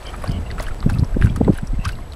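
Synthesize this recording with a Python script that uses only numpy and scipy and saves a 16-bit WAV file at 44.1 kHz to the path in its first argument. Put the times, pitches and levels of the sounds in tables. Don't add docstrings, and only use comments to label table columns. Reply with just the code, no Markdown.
import sys
import numpy as np
from scipy import signal
from scipy.fft import rfft, irfft
from scipy.io import wavfile
from scipy.ndimage import uniform_filter1d

SR = 44100
rng = np.random.default_rng(int(sys.argv[2]) if len(sys.argv) > 2 else 0)


def ratio_of_db(decibels):
    return 10 ** (np.asarray(decibels, float) / 20)


def log_audio(samples):
    frames = np.atleast_2d(samples).T
    limited = np.clip(frames, -1, 1)
    pcm = np.round(limited * 32767).astype(np.int16)
    wavfile.write(sys.argv[1], SR, pcm)


N = 94815


def evened(x):
    return x / np.sqrt(np.mean(x ** 2) + 1e-20)


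def add(mix, s, sound):
    part = mix[max(round(s * SR), 0):][:len(sound)]
    part += sound[:len(part)]


def coloured(x, points):
    f, db = np.transpose(points)
    hz = np.fft.rfftfreq(len(x), 1 / SR)
    gain = ratio_of_db(np.interp(np.log(hz + 1), np.log(f + 1), db, -90, -90))
    return evened(irfft(rfft(x) * gain, len(x)))


def resonate(x, hz, width):
    turn = np.exp(2j * np.pi * hz * np.arange(len(x)) / SR)
    r = np.exp(-np.pi * width / SR)
    return 2 * (turn * signal.lfilter([1 - r], [1, -r], x / turn)).real


def steep(x, hz, width):
    for _ in range(3):
        x = resonate(x, hz, width)
    return evened(x)


def wander(size, length=N):
    noise = rng.standard_normal(length)
    return evened(uniform_filter1d(uniform_filter1d(noise, size), size))


def swells(rows, rise=0.05):
    out = np.zeros(N)
    for s, length, db in rows:
        u = np.arange(0, 1, 1 / (length * SR))
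        fade = np.minimum((1 - u) / (1 - rise), 1) ** 0.38
        add(out, s, ratio_of_db(db) * np.minimum(u / rise, 1) * fade)
    return out


def trees():
    # f/Hz, level/dB
    leaf_spectrum = [(120, 1.5), (200, -1), (700, 0.5), (2100, -15), (7000, -27), (8000, -26), (11000, -29),
                     (15600, -41)]
    t = np.arange(N) / SR
    level_db = -38 - 2.5 * t + wander(size=400)
    return coloured(rng.standard_normal(N), leaf_spectrum) * ratio_of_db(level_db)


def whine():
    # f/Hz, level/dB
    tones = [(7853, -65), (7882, -58.5)]
    t = np.arange(N) / SR
    out = ratio_of_db(-69) * steep(rng.standard_normal(N), 7870, 260)
    for hz, db in tones:
        out += ratio_of_db(db - t + 0.33 * wander(size=2000)) * np.sin(2 * np.pi * hz * t)
    return out


def wind():
    # t/s, rumble level/dB, flutter relative to rumble/dB
    strength = [(0, -36, -6), (.25, -26.5, -4.5), (.4, -31, 7), (.47, -32, -0.5), (.56, -23, -8),
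                (.7, -26, -8.5), (.77, -28.5, -2.5), (0.851, -17, -7.5), (1.04, -34.5, 9.5),
                (1.11, -22, -15), (1.221, -15, -4), (1.331, -24.5, 0), (1.52, -28.5, 8), (1.6, -27, -27),
                (1.69, -26.5, -6.5), (1.75, -21.5, -19), (1.88, -27.5, -6.5), (1.94, -25, -8),
                (2.15, -40, 5)]
    # f/Hz, level/dB
    rumble_spectrum = [(8, -10), (20, 13.5), (50, 7), (90, -9), (150, -59)]
    # f/Hz, level/dB
    flutter_spectrum = [(25, -17.5), (70, 1), (130, -9), (220, -18), (400, -26), (800, -86)]
    # centre t/s, peak level/dB, f/Hz, width/s
    eddies = [(0.296, -10.5, 123, 0.03), (0.352, -18, 151, 0.014), (0.39, -13.5, 120, 0.01),
              (0.865, 1.5, 178, 0.0075), (0.874, -9.5, 201, 0.0071), (0.919, -12, 110, 0.016),
              (0.995, -5, 102, 0.012), (1.027, -3.5, 97.5, 0.019), (1.169, -7, 200, 0.0091),
              (1.222, -7, 39.7, 0.033), (1.248, -2.5, 96.4, 0.022), (1.269, -7, 100, 0.03),
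              (1.304, -7.5, 113, 0.01), (1.413, 0.5, 232, 0.0092), (1.453, -21.5, 217, 0.065),
              (1.47, -8.5, 149, 0.015), (1.484, -4.5, 326, 0.006), (1.496, -1, 180, 0.012),
              (1.505, -4, 200, 0.0044), (1.633, -13.5, 118, 0.015), (1.739, -13.5, 117, 0.015),
              (1.793, -12.5, 109, 0.0085), (1.871, -13.5, 77, 0.03), (1.431, -11.5, 92, 0.01),
              (1.519, -17.5, 88, 0.017), (1.5024, 0, 196, 0.0069), (1.4808, -1, 332, 0.0037),
              (1.536, -19.5, 220, 0.0065), (.712, -13.5, 25, 0.085), (0.889, -11.5, 111, 0.011),
              (1.336, -26, 150, 0.0087), (1.377, -13, 150, 0.0047), (1.032, -18, 206, 0.012),
              (1.4845, -15.5, 535, 0.0023), (1.4148, -11, 457, 0.0019), (0.317, -17.5, 165, 0.0068),
              (.967, -17, 129, 0.02), (1.211, -12.5, 172, 0.0072), (.95, -12.5, 99, 0.017),
              (1.49, -13, 400, 0.0071), (1.523, -22.5, 300, 0.0094)]
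    s, db, rel_db = np.transpose(strength)
    t = np.arange(N) / SR
    rumble_db = np.interp(t, s, db)
    flutter_db = rumble_db + np.interp(t, s, rel_db) + 2.07 * wander(size=500)
    out = ratio_of_db(rumble_db) * coloured(rng.standard_normal(N), rumble_spectrum)
    out += ratio_of_db(flutter_db) * coloured(rng.standard_normal(N), flutter_spectrum)
    u = np.arange(-1500, 1500) / SR
    for s, db, hz, width in eddies:
        swirl = rng.standard_normal(3000)
        turns = hz * u * (1 + 0.23 * u / width) + swirl[0]
        thump = np.cos(2 * np.pi * turns) * np.exp(-(2.95 * u / width) ** 2)
        churn = 0.22 * steep(swirl, 1.6 * hz, 1.4 * hz) * np.exp(-(1.6 * u / width) ** 2)
        add(out, s + u[0], ratio_of_db(db - 1.5) * (thump + churn))
    return out


def spray():
    # start t/s, length/s, level/dB
    strokes = [
        (0., 0.22, -49),
        (.215, 0.11, -41.5),
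        (.575, .13, -40.5),
        (.89, 0.045, -40),
        (1.205, 0.077, -40.5),
        (1.52, 0.075, -43.5),
        (1.835, 0.082, -42),
    ]
    # f/Hz, level/dB
    spray_spectrum = [(410, -50), (700, -51), (895, -10), (1560, -8.5), (2310, -14.5), (4580, -20.5),
                      (7120, -29.5), (10500, -22.5), (15500, -52)]
    bursts_per_s, spread_db, idle_db = 3400, 5, -53.5
    burst = rng.random(N) < bursts_per_s / SR
    size = ratio_of_db(spread_db * np.minimum(rng.exponential(1, N), 4)) * burst
    kind = rng.integers(0, 24, N)
    t, fizz = np.arange(600) / SR, np.zeros(N)
    for k, hz in enumerate(np.geomspace(800, 13000, 24)):
        grain = np.sin(2 * np.pi * hz * t) * ratio_of_db(-60 * t * hz ** 0.72 / 3.4)
        grain *= hz ** 0.5 / np.linalg.norm(grain)
        fizz += signal.oaconvolve(size * (kind == k), grain)[:N]
    hiss = 0.45 * rng.standard_normal(N) * ratio_of_db(4.5 * wander(size=150))
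    wet = coloured(evened(fizz) + hiss, spray_spectrum)
    return wet * (swells(strokes, rise=0.1) + ratio_of_db(idle_db))


def pants():
    # start t/s, length/s, level/dB, airway f/Hz
    breaths = [
        (0.049, 0.062, -40, 3090),
        (0.313, 0.077, -43, 2960),
        (0.456, 0.031, -45, 2740),
        (1.788, 0.074, -45.5, 2660),
    ]
    out = np.zeros(N)
    for s, length, db, hz in breaths:
        breath = rng.standard_normal(round(length * SR))
        air = steep(breath, hz, 390)
        air += 0.47 * steep(breath, 0.74 * hz, 290)
        air += 0.15 * steep(breath, 1.48 * hz, 600)
        swell = np.sin(np.pi * np.arange(len(breath)) / len(breath)) ** 0.51
        add(out, s, ratio_of_db(db) * evened(air) * swell)
    return out


def drops():
    # t/s, peak level/dB, f/Hz
    early_drops = [(.066, -18.5, 4830), (.1635, -28, 10400), (.219, -25.5, 10600), (.228, -34, 10700),
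                   (.239, -20.5, 10400), (.276, -18.5, 4600), (.295, -25, 4950), (.317, -19.5, 5000),
                   (.512, -18, 4300), (.5975, -20, 4800), (.606, -17.5, 6160), (.6257, -28, 8600),
                   (.637, -27, 10300), (.804, -21.5, 4640), (.826, -21, 3570), (.897, -23, 9300),
                   (.932, -23.5, 9800), (.9465, -28, 10000), (.9855, -15.5, 4320), (.994, -16, 4700),
                   (1.0445, -23, 5230), (1.2446, -25, 10200), (1.36, -17, 9500), (1.367, -23.5, 4400),
                   (1.446, -21.5, 3700), (1.5664, -30, 8150), (1.5756, -18.5, 10500)]
    # t/s, peak level/dB, f/Hz
    late_drops = [
        (1.613, -32, 8900),
        (1.67, -27, 8800),
        (1.672, -21, 5370),
        (1.851, -11, 5300),
        (1.8545, -20.5, 8800),
        (1.883, -19.5, 9800),
        (1.89, -19.5, 4330),
        (1.919, -24, 4530),
        (1.953, -24.5, 4130),
        (2.121, -18, 3870),
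    ]
    out, t = np.zeros(N), np.arange(1500) / SR
    for s, db, hz in list(early_drops) + list(late_drops):
        noise = rng.standard_normal(1500)
        snap = steep(noise, hz, 0.35 * hz) + 0.19 * steep(noise[::-1], 9600, 1900)
        decay = ratio_of_db(db - 14 - 60 * t / 0.021)
        add(out, s, decay * np.minimum(t / 0.00072, 1) * snap)
    return out


def plops():
    # t/s, peak level/dB, f/Hz
    pockets = [(0.1357, -25, 1284), (0.1409, -25, 1190), (0.239, -36, 1870), (0.5022, -27.5, 1956),
               (0.5124, -30, 1646), (0.5819, -24, 1317), (0.597, -27, 1985), (0.664, -33, 2950),
               (0.589, -28, 1440), (0.7077, -28.5, 1350), (0.8277, -27.5, 1180),
               (0.8973, -28.5, 1537), (0.9386, -30.5, 2570), (0.9567, -31.5, 1264),
               (0.973, -32, 1165), (1.1438, -34.5, 1550), (1.2231, -20, 1617), (1.2456, -34, 2010),
               (1.257, -34, 1500), (1.27, -23.5, 1424), (1.3611, -27.5, 1226), (1.4465, -34, 2000),
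               (1.5607, -38, 1510), (1.585, -28, 1547), (1.8462, -28.5, 3110), (1.8528, -18.5, 1550),
               (1.2365, -34, 1560), (1.8907, -30, 1540), (1.9285, -36, 2760), (1.9864, -36, 1060)]
    # t/s, peak level/dB, f/Hz
    more_pockets = [(.311, -36, 3044), (.2385, -26.5, 1126), (.241, -20, 603), (0.602, -17.5, 631),
                    (0.899, -24, 810), (0.581, -41, 2850), (1.034, -31, 970), (1.215, -29.5, 2370),
                    (1.291, -35.5, 2330), (1.298, -38, 3260), (1.742, -40.5, 2090), (2.022, -43, 2100)]
    ring_s = 0.038
    out, t = np.zeros(N), np.arange(3000) / SR
    onset = np.sin(np.pi / 2 * np.minimum(t / 0.00062, 1)) ** 2
    for s, db, hz in list(pockets) + list(more_pockets):
        wobble = ratio_of_db(4.63 * wander(50, 3000))
        decay = ratio_of_db(-60 * t / ring_s * (hz / 1000) ** 0.063)
        ring = np.sin(2 * np.pi * hz * (t + 1.2 * t ** 2)) * wobble * decay
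        slap = steep(rng.standard_normal(3000), 1.62 * hz, hz) * ratio_of_db(-13 - 60 * t / 0.063)
        add(out, s, ratio_of_db(db) * onset * (ring + slap))
    return out


def ticks():
    # t/s, peak level/dB, centre f/Hz
    slaps = [(.2385, -37, 1200), (.3167, -34, 8000), (0.582, -44, 1500), (0.5962, -41, 2500),
             (0.6256, -24.5, 8000), (0.637, -41, 7000), (.681, -34, 6000), (.8984, -24.5, 3820),
             (.939, -46, 3000), (1.214, -25.5, 1500), (1.2463, -32, 6000), (1.258, -33, 7000),
             (1.3613, -29, 5000), (1.5321, -33, 2450), (1.584, -31.5, 2600), (1.6696, -48, 6000),
             (1.8521, -20, 2900), (1.877, -32, 4000), (1.89, -23.5, 2500), (1.986, -37, 1200),
             (.502, -40, 1970), (.229, -44, 10000), (.947, -35, 10000), (.267, -38, 8000),
             (1.922, -35, 9000), (2.134, -29.5, 2980)]
    out, t = np.zeros(N), np.arange(500) / SR
    for s, db, hz in slaps:
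        crackle = rng.standard_normal(500) * ratio_of_db(-60 * t / 0.028)
        click = (t == 0) * 3.2
        snap = resonate(resonate(click + crackle, hz, 0.76 * hz), hz, 2.4 * hz)
        add(out, s, ratio_of_db(db) * snap / abs(snap).max())
    return out


def slides():
    # start t/s, length/s, peak level/dB, start f/Hz, end f/Hz
    bends = [
        (0.259, .006, -36, 2630, 3000),
        (0.683, 0.012, -23, 1370, 2360),
        (1.271, .009, -28, 1290, 1600),
        (1.838, .016, -28.5, 960, 1280),
        (1.851, 0.033, -18.5, 1025, 1604),
        (1.885, 0.0084, -29, 2480, 2750),
        (1.891, 0.021, -23.5, 1640, 1330),
        (.598, 0.0063, -27, 2040, 1880),
    ]
    out = np.zeros(N)
    for s, length, db, start_hz, end_hz in bends:
        u = np.arange(0, 1, 1 / (length * SR))
        turns = np.cumsum(start_hz + (end_hz - start_hz) * u ** 0.83) / SR
        edges = np.minimum(u / 0.13, 1) * np.minimum((1 - u) / 0.09, 1)
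        add(out, s, ratio_of_db(db - 25.3 * u ** 1.13) * edges * np.sin(2 * np.pi * turns))
    return out


def insect():
    # start t/s, length/s, level/dB
    buzzes = [
        (.77, 0.52, -64),
        (1.76, 0.64, -65),
    ]
    return steep(rng.standard_normal(N), 11420, 300) * swells(buzzes, rise=0.11)


def scene():
    surroundings = trees() + whine() + wind() + pants() + insect()
    lapping = spray() + drops() + plops() + ticks() + slides()
    echo = 0.073 * np.roll(lapping, 170)
    return (lapping + echo + surroundings)[None]


def band_limit(x):
    return signal.sosfilt(signal.butter(12, 15780, fs=SR, output="sos"), x)


def record(dry):
    kneed = dry / (1 + dry ** 8) ** 0.125
    taps = signal.firwin(801, 15780, window=("kaiser", 11), fs=SR)[None]
    mix = signal.oaconvolve(kneed, taps, "same")
    return band_limit(mix)


dry = scene()
out = record(dry)
log_audio(out)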